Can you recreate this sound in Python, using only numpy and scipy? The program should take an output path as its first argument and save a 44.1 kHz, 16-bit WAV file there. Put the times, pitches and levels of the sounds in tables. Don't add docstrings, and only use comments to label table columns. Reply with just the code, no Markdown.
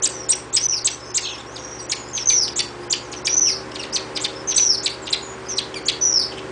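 import sys
import numpy as np
from scipy import signal
from scipy.fft import rfft, irfft
from scipy.io import wavfile
from scipy.ndimage import uniform_filter1d, minimum_filter1d

SR = 44100
rng = np.random.default_rng(int(sys.argv[2]) if len(sys.argv) > 2 else 0)


def wav_out(sig):
    wavfile.write(sys.argv[1], SR, np.round(np.clip(np.atleast_2d(sig).T, -1, 1) * 32767).astype(np.int16))


def ratio(d):
    e = np.asarray(d, float) / 20
    return 10 ** e


N = 287091
TOP_HZ = 10020


def band(x, lo_hz, hi_hz, order=2):
    return signal.sosfiltfilt(signal.butter(order, [lo_hz, hi_hz], "band", fs=SR, output="sos"), x)


def unit(x):
    return x / np.sqrt(np.mean(x ** 2))


def walk(rate, size=N):
    k = int(SR / max(rate, .1)) + 1
    steps = np.repeat(rng.standard_normal(size // 20 + 2)[:size // k + 1], k)
    return 1.89 * uniform_filter1d(uniform_filter1d(steps, k), k)[:size]


# t/s, shaft f/Hz, level of the fifth multiple/dB
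MOTOR_SPEED = [(0, 76.05, -42.5), (0.899, 73.9, -50), (1.597, 73.7, -45.5), (2.598, 71.74, -44),
               (2.9, 70.7, -43.5), (3.198, 73.76, -43), (3.4, 76.5, -42.5), (4.1, 76.76, -40),
               (4.901, 76.97, -43.5), (6.51, 76.45, -40)]
# multiple of the shaft rate, level/dB
MOTOR_MULTIPLES = [(2, -12), (3, -10.5), (4, -5), (5, 1), (6, -5.5), (7, -4.5), (8, -11), (9, -23.5)]
# f/Hz, level/dB
STEADY_HUM = [(57, -58), (70, -53), (119.5, -48), (824, -51), (904, -62.5), (964, -57), (1076, -52.5),
              (1130, -62)]
# f/Hz, level/dB per Hz
FAN_COLOUR = [(12, -61.5), (20, -49), (121, -6.5), (188, -9), (369, 0.5), (410, -3.5), (690, -6.5),
              (1070, -5), (1220, -7.5), (1510, -7.5), (3740, -20.5), (5530, -21.5), (9070, -28.5),
              (10100, -41), (13100, -86), (22000, -120)]


def appliances():
    t = np.arange(N) / SR
    s, hz, db = np.transpose(MOTOR_SPEED)
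    motor_db = np.interp(t, s, db)
    turn = 2 * np.pi * np.cumsum(np.interp(t, s, hz) * (1 + 0.0013 * walk(6.04))) / SR
    motor = sum(ratio(d + walk(7.2)) * np.sin(k * turn + walk(4)) for k, d in MOTOR_MULTIPLES)
    hum = sum(ratio(d + 0.69 * walk(3.24)) * np.sin(2 * np.pi * f * t + 0.32 * walk(3.1))
              for f, d in STEADY_HUM)
    f = np.maximum(np.arange(N // 2 + 1) * SR / N, 1)
    fan_hz, fan_db = np.transpose(FAN_COLOUR)
    colour = ratio(np.interp(np.log(f), np.log(fan_hz), fan_db))
    hiss = unit(irfft(rfft(rng.standard_normal(N)) * colour, N))
    hiss = hiss * ratio(-38 + walk(1.8) / 4 + 0.45 * (motor_db + 45.5))
    return np.sqrt(2) * (ratio(motor_db) * motor + hum) + hiss


def sing(notes, edge_ms, flutter_db, flutter_rate, rough, rough_hz, break_up, half_db, overtone_db, voiced_hz,
         rasp_db, rasp_ms, hiss_db):
    out = np.zeros(N)
    wobble, sway, near, far, grit = (walk(rate) for rate in (flutter_rate, 150, rough_hz, rough_hz, 450))
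    noise = rng.standard_normal((3, N))
    chest = unit(band(noise[0], 2020, 4300))
    air = unit(band(noise[1], 3100, 6960))
    hiss = unit(band(noise[2], 6200, 9150))
    rasp = ratio(4.0 * grit) * (chest + ratio(-3) * air)
    edge = edge_ms / 1000
    hold = np.linspace(1, 0, int(rasp_ms * SR / 1000) + 2)
    for note in notes:
        s, hz, db = np.transpose(note)
        span = slice(max(int((s[0] - edge) * SR), 0), int((s[-1] + .1) * SR))
        t = np.arange(span.start, span.stop) / SR
        pitch = uniform_filter1d(np.interp(t, s, hz), 120) * (1 + 0.0015 * sway[span])
        phase = 2 * np.pi * np.cumsum(pitch) / SR
        fade = np.clip(np.minimum(t - s[0] + edge, s[-1] + edge - t) / edge, 0, 1) ** 2
        level = fade * ratio(np.interp(t, s, db))
        falling = np.clip((t - s[np.argmax(hz)] - .004) / .008, 0, 1)
        level = level / (1 + (np.gradient(pitch) * SR / 450000) ** 4) ** .5
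        flutter = ratio(flutter_db * wobble[span])
        sag = np.clip(3 * (1 - pitch / hz.max()), 0, 1)
        smear = rough * (1 + break_up * falling * sag)
        tone = (flutter + smear * near[span]) * np.sin(phase) + smear * far[span] * np.cos(phase)
        half = ratio(half_db) * np.clip(pitch / 1500 - 3.6, 0, 1) * (0.22 + far[span]) * np.sin(phase / 2)
        slack = (flutter + smear * far[span]) * ratio(overtone_db) / (1 + (pitch / voiced_hz) ** 4)
        fourth = 0.25 * np.sin(4 * phase) * (pitch < 2500)
        rich = slack * (np.sin(2 * phase) + 0.23 * np.sin(3 * phase) + fourth)
        voice = np.sqrt(2) * ((tone + rich) / np.sqrt(1 + 2 * smear ** 2) + half) + ratio(hiss_db) * hiss[span]
        spill = np.sqrt(signal.fftconvolve((falling * level) ** 2, hold / hold.sum())[:len(t)].clip(0))
        out[span] += level * voice + ratio(rasp_db) * spill * rasp[span]
    return out


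def glides(rows, shape):
    return [[(s + size * at, a + (b - a) * way, db + under) for at, way, under in shape]
            for s, size, a, b, db in rows]


def arches(rows, arch, snap):
    made = []
    for s, size, top, db, snap_db in rows:
        climb = [(s - size * (1 - at), hz * top / arch[2][1], db + under) for at, hz, under in arch]
        fall = [(s + later, hz, snap_db + under) for later, hz, under in snap]
        made.append(climb + fall)
    return made


# snap t/s, arch length/s, top f/Hz, arch level/dB, snap level/dB
BOLD_CHIRPS = [(.06, .035, 7740, -12, -18.5), (0.323, 0.033, 8670, -13, -18.5),
               (0.569, 0.039, 8270, -16.5, -15.5), (.873, 0.026, 8160, -13, -12.5),
               (1.178, 0.034, 8020, -16, -13.5), (1.92, 0.028, 7300, -21.5, -12),
               (2.594, .034, 7670, -20.5, -10.5), (2.928, 0.027, 7467, -18, -13),
               (3.271, 0.022, 6780, -18.5, -12)]
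# snap t/s, arch length/s, top f/Hz, arch level/dB, snap level/dB
SOFT_CHIRPS = [(3.963, .035, 6190, -21, -20.5), (4.247, .043, 7950, -23.5, -19),
               (4.58, .032, 8120, -20, -17.5), (4.862, 0.03, 7967, -22, -17),
               (5.132, 0.032, 8030, -28, -16.5), (5.586, 0.025, 5880, -27, -18),
               (5.886, 0.031, 7190, -26.5, -17)]
# share of length, f/Hz in the highest voice, level under the arch/dB
ARCH_SHAPE = [
    (0, 6300, -11),
    (0.279, 7450, -4.5),
    (0.621, 8060, 0),
    (0.798, 7298, -6.5),
]
# t after the snap/s, f/Hz, level under the snap/dB
BOLD_SNAP = [
    (0, 5070, 0.5),
    (.007, 2320, -16),
    (0.017, 2190, -26.5),
]
# t after the snap/s, f/Hz, level under the snap/dB
SOFT_SNAP = [(-.004, 4675, -1), (.001, 4197, 2.5), (.008, 3550, -4.5), (.012, 2400, -26),
             (0.02, 2150, -15.5)]


def chirps():
    notes = arches(BOLD_CHIRPS, ARCH_SHAPE, BOLD_SNAP) + arches(SOFT_CHIRPS, ARCH_SHAPE, SOFT_SNAP)
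    return sing(notes, edge_ms=5, flutter_db=2.5, flutter_rate=300, rough=.32, rough_hz=1600, break_up=3.6,
                half_db=-19.5, overtone_db=-14, voiced_hz=3600, rasp_db=-8.5, rasp_ms=20, hiss_db=-13)


# start t/s, length/s, from f/Hz, to f/Hz, level/dB
TICK_NOTES = [(.07, 0.0097, 8370, 8050, -23), (.725, 0.018, 3078, 2265, -35.5),
              (1.33, 0.03, 6030, 4870, -39), (1.372, .022, 2960, 3900, -42), (1.396, .018, 3900, 3430, -38),
              (1.79, 0.017, 5122, 4270, -39), (2.31, 0.025, 2412, 2097, -32.5),
              (3.277, 0.0073, 2332, 2500, -24), (3.46, 0.044, 3143, 2030, -32),
              (3.718, 0.0028, 5400, 2620, -26), (3.792, 0.026, 5873, 4370, -36.5),
              (3.79, .025, 2920, 2567, -33.5), (5.742, 0.0033, 3420, 2600, -25.5),
              (5.755, 0.036, 2430, 2100, -37.5), (5.905, 0.014, 4575, 4240, -34)]
# share of length, share of the glide, level/dB
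TICK_SHAPE = [(0, 0, -6), (.45, .35, 0), (1, 1, -5)]


def ticks():
    return sing(glides(TICK_NOTES, TICK_SHAPE), edge_ms=4, flutter_db=2.5, flutter_rate=200, rough=.3,
                rough_hz=800, break_up=.5, half_db=-24, overtone_db=6, voiced_hz=2640,
                rasp_db=-10.5, rasp_ms=12, hiss_db=-22.5)


# start t/s, length/s, from f/Hz, to f/Hz, level/dB
PEEP_NOTES = [(.12, 0.19, 6060, 5140, -37.5), (.9, 0.048, 5730, 6020, -32), (1.0, 0.39, 5240, 5400, -43.5),
              (1.05, 0.12, 6200, 6100, -44.5), (1.215, 0.12, 6480, 6270, -40.5),
              (1.46, 0.096, 5520, 6550, -48.5), (1.525, 0.24, 6550, 6280, -47.5),
              (1.59, 0.3, 5714, 5780, -41), (1.81, .055, 8120, 7400, -47), (1.97, 0.08, 6930, 6740, -43),
              (2.03, 0.21, 5070, 5400, -48.5), (2.08, 0.037, 7150, 7190, -43.5),
              (2.135, 0.098, 6470, 5260, -27), (2.64, 0.079, 5400, 5450, -48),
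              (2.805, 0.047, 4860, 5070, -47.5), (3.02, 0.069, 6760, 5600, -50),
              (3.165, .025, 6070, 5600, -36), (4.33, .115, 5340, 5150, -44.5),
              (4.475, 0.077, 6240, 5605, -24), (4.89, .06, 4500, 4870, -38.5),
              (5.02, 0.045, 7660, 6630, -46), (5.22, .13, 6900, 6820, -43), (5.46, 0.04, 5000, 5030, -41.5),
              (5.488, 0.061, 6220, 5450, -27.5)]
# share of length, share of the glide, level/dB
PEEP_SHAPE = [(0, 0, -4), (.25, .1, 0), (.6, .55, -2), (1, 1, -4)]
# start t/s, f/Hz, level/dB, time to fade away/s
HANGING_TONES = [
    (0.317, 5710, -24, 0.09),
    (.573, 5080, -13.5, 0.018),
    (1.931, 4420, -24.5, 0.025),
    (2.605, 4540, -16, 0.012),
]


def peeps():
    hangs = [[(s, hz, db), (s + size, hz, db - 22.5)] for s, hz, db, size in HANGING_TONES]
    return sing(glides(PEEP_NOTES, PEEP_SHAPE) + hangs, edge_ms=5, flutter_db=3.0, flutter_rate=110, rough=.65,
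                rough_hz=800, break_up=.3, half_db=-23, overtone_db=9, voiced_hz=2720,
                rasp_db=-21.0, rasp_ms=12, hiss_db=-24.0)


# start t/s, length/s, from f/Hz, to f/Hz, level/dB
WHISTLE_LEAD_IN = [
    (.585, .045, 5250, 6010, -26),
    (3.29, 0.083, 5720, 6090, -18.5),
]
# start t/s, length/s, top f/Hz, first swell level/dB, second swell level/dB
WHISTLE_NOTES = [
    (0.629, .165, 6070, -15.5, -19.5),
    (2.261, .195, 6165, -12, -16.5),
    (3.361, .175, 6090, -11, -17.5),
    (4.564, .195, 6070, -10.5, -16),
    (6.014, 0.22, 5957, -15, -16.5),
]
# share of length, f/Hz, share of the second swell, level/dB
WHISTLE_SHAPE = [(0, 6150, 0, -7), (.1, 6100, 0, 0), (.4, 5920, .5, -5), (.6, 5690, 1, 0),
                 (.73, 5410, 1, -2), (.87, 4960, 1, -6), (1, 4280, 1, -12)]


def whistles():
    sags = [[(s + size * at, hz * top / WHISTLE_SHAPE[1][1], first + (second - first) * late + under)
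             for at, hz, late, under in WHISTLE_SHAPE] for s, size, top, first, second in WHISTLE_NOTES]
    return sing(sags + glides(WHISTLE_LEAD_IN, PEEP_SHAPE), edge_ms=8, flutter_db=2.0, flutter_rate=200,
                rough=.22, rough_hz=1000, break_up=2.6, half_db=-41.5, overtone_db=-7, voiced_hz=3900,
                rasp_db=-41, rasp_ms=15, hiss_db=-49.0)


# centre t/s, length/ms
WHISTLE_DROPOUTS = [(0.6769, 17.8), (0.6932, 4.4), (0.7018, 2.9), (2.2664, 11.3), (2.2846, 3.3),
                    (2.4064, 5.7), (3.321, 3.0), (3.3263, 3.4), (3.336, 3.4), (3.3517, 3.7), (3.3615, 7.9),
                    (3.3751, 2.9), (3.4026, 11.0), (4.5952, 5.0), (4.6464, 5.0), (4.6558, 5.1),
                    (4.6877, 3.9), (6.0473, 6.0), (6.079, 3.0), (6.093, 3.0), (6.1185, 3.7), (6.1351, 6.5),
                    (6.1568, 3.7), (6.1863, 3.5), (6.21, 3.5)]


def dropouts():
    db = np.zeros(N)
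    for s, ms in WHISTLE_DROPOUTS:
        db[int((s - ms / 2000) * SR):int((s + ms / 2000) * SR)] = -21
    return uniform_filter1d(ratio(db), 70)


# t/s, low voice f/Hz, high voice f/Hz, swing f/Hz, low voice level/dB
WARBLE_PATH = [
    (1.222, 3080, 3960, 500, -39),
    (1.258, 2954, 4000, 380, -31),
    (1.292, 2850, 3605, 370, -35.5),
    (1.321, 2705, 3400, 100, -39),
    (1.372, 2500, 2660, 11, -50),
]


def warble():
    vibrato_hz, vibrato_top_s = 47.4, 1.255
    s, *columns = np.transpose(WARBLE_PATH)
    t = np.arange(N) / SR
    low, high, swing, low_db = (np.interp(t, s, c) for c in columns)
    wave = np.cos(2 * np.pi * vibrato_hz * (t - vibrato_top_s))
    gate = uniform_filter1d(1. * (t > s[0]) * (t < s[-1]), 300) * ratio(2.3 * wave * swing / 300)
    voices = (ratio(db) * np.sin(2 * np.pi * np.cumsum(hz + swing * wave) / SR)
              for hz, db in ((low, low_db), (high, low_db + 2.5)))
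    return np.sqrt(2) * gate * sum(voices)


# start t/s, length/s, top f/Hz, level/dB
HALF_CHIRPS = [(1.556, .018, 5230, -32), (2.164, 0.024, 4900, -30), (2.294, 0.014, 4800, -19),
               (2.468, .02, 4872, -31.5), (2.939, 0.016, 5920, -30), (3.117, 0.022, 6900, -29),
               (3.743, 0.026, 5680, -31), (3.828, 0.014, 4740, -27), (3.965, .022, 4570, -33.5),
               (4.153, 0.032, 5280, -25), (4.5, .033, 5260, -31), (5.058, 0.025, 4836, -30.5),
               (6.316, 0.019, 3250, -38.5), (6.372, 0.017, 3080, -33.5)]
# share of length, share of the way down, level/dB
FALL_SHAPE = [(0, 0, -10), (.4, .12, -2), (.7, .5, 0), (1, 1, -10)]


def half_chirps():
    end_hz = 2284
    notes = glides([(s, size, top, end_hz, db) for s, size, top, db in HALF_CHIRPS], FALL_SHAPE)
    return sing(notes, edge_ms=5, flutter_db=2.5, flutter_rate=300, rough=.5, rough_hz=1600, break_up=2,
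                half_db=-18, overtone_db=-16, voiced_hz=3000, rasp_db=-4.5, rasp_ms=28, hiss_db=-12.5)


def room(x, t60_s, wet_db, near_t60_s, near_db, delay_ms):
    t = np.arange(SR // 2) / SR
    noise = rng.standard_normal((2, len(t)))
    near = noise[0] * ratio(-60 * t / near_t60_s) * (t > .002)
    build_up = np.clip(t * 1000 / delay_ms, 0, 1) ** 2
    tail = band(noise[1], 330, 8100, order=1) * ratio(-60 * t / t60_s) * build_up
    echo = ratio(near_db) * near / np.linalg.norm(near) + ratio(wet_db) * tail / np.linalg.norm(tail)
    return x + signal.fftconvolve(x, echo)[:N]


def scene():
    short_calls = chirps() + half_chirps() + ticks() + peeps() + warble()
    short = room(short_calls, t60_s=.3, wet_db=-14, near_t60_s=.08, near_db=-8, delay_ms=22)
    long = room(whistles(), t60_s=.28, wet_db=-11, near_t60_s=.05, near_db=-17, delay_ms=35)
    return (short + dropouts() * long + appliances())[None]


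def thin_treble(x, from_hz, width_hz, keep_db, drop_db, luck_db):
    f, _, z = signal.stft(x, SR, nperseg=512)
    noise = signal.stft(rng.standard_normal(N), SR, nperseg=512)[2]
    edges = np.searchsorted(f, np.arange(from_hz, TOP_HZ + width_hz, width_hz))
    bands = [slice(a, b) for a, b in zip(edges[:-1], edges[1:])]
    rms = np.array([np.sqrt(np.mean(abs(z[b]) ** 2, axis=0)) for b in bands])
    nearby = -minimum_filter1d(-rms, size=5, axis=0)
    loudest = -minimum_filter1d(-nearby, size=3, axis=1)
    treble = rms.sum(axis=0)
    surge = np.clip(-minimum_filter1d(-treble, size=7) / treble, 1, ratio(26))
    luck = ratio(luck_db * np.repeat(rng.standard_normal((20, N // 512 + 2)), 2, axis=1))
    for b, level, top, chance in zip(bands, rms, loudest, luck):
        share = level / top
        kept = np.clip(share / ratio(keep_db), 0, 1)
        fill = noise[b] * level / np.sqrt(np.mean(abs(noise[b]) ** 2))
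        strength = share ** 0.38 * chance[:len(level)] / surge / ratio(drop_db)
        alive = np.clip(3 * (strength - .7), 0, 1)
        z[b] = alive * (kept * z[b] + np.sqrt(1 - kept ** 2) * fill)
    return signal.istft(z, SR, nperseg=512)[1][:N]


def treble_gaps(x):
    ahead_ms, after_ms = 21, 12
    gaps = []
    for rows, above_hz in ((BOLD_CHIRPS, 5200), (SOFT_CHIRPS, 6300)):
        gaps += [(s - size - .004 - ahead_ms / 1000, ahead_ms, above_hz) for s, size, *_ in rows]
    gaps += [(s + .018, after_ms, 6300) for s, *_ in BOLD_CHIRPS + SOFT_CHIRPS]
    for s, ms, above_hz in gaps:
        a, b = max(int(s * SR), 0), int((s + ms / 1000) * SR)
        lo = max(a - 400, 0)
        treble = band(x[lo:b + 400], above_hz, 15000, order=6)[a - lo:b - lo]
        x = np.concatenate([x[:a], x[a:b] - signal.windows.tukey(b - a, .3) * treble, x[b:]])
    return x


def low_pass(x):
    return signal.sosfilt(signal.butter(12, 10220, fs=SR, output="sos"), x)


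def record(dry):
    x = np.tanh(1.3 * dry[0]) / 1.3
    thud = band(0.16 * x ** 2, 12, 45)
    x = thin_treble(x + thud, from_hz=2700, width_hz=690, keep_db=-18, drop_db=-28, luck_db=13.0)
    x = treble_gaps(x)
    x = signal.sosfilt(signal.ellip(10, .2, 70, TOP_HZ, fs=SR, output="sos"), x)
    return low_pass(x[None])


dry = scene()
out = record(dry)
wav_out(out)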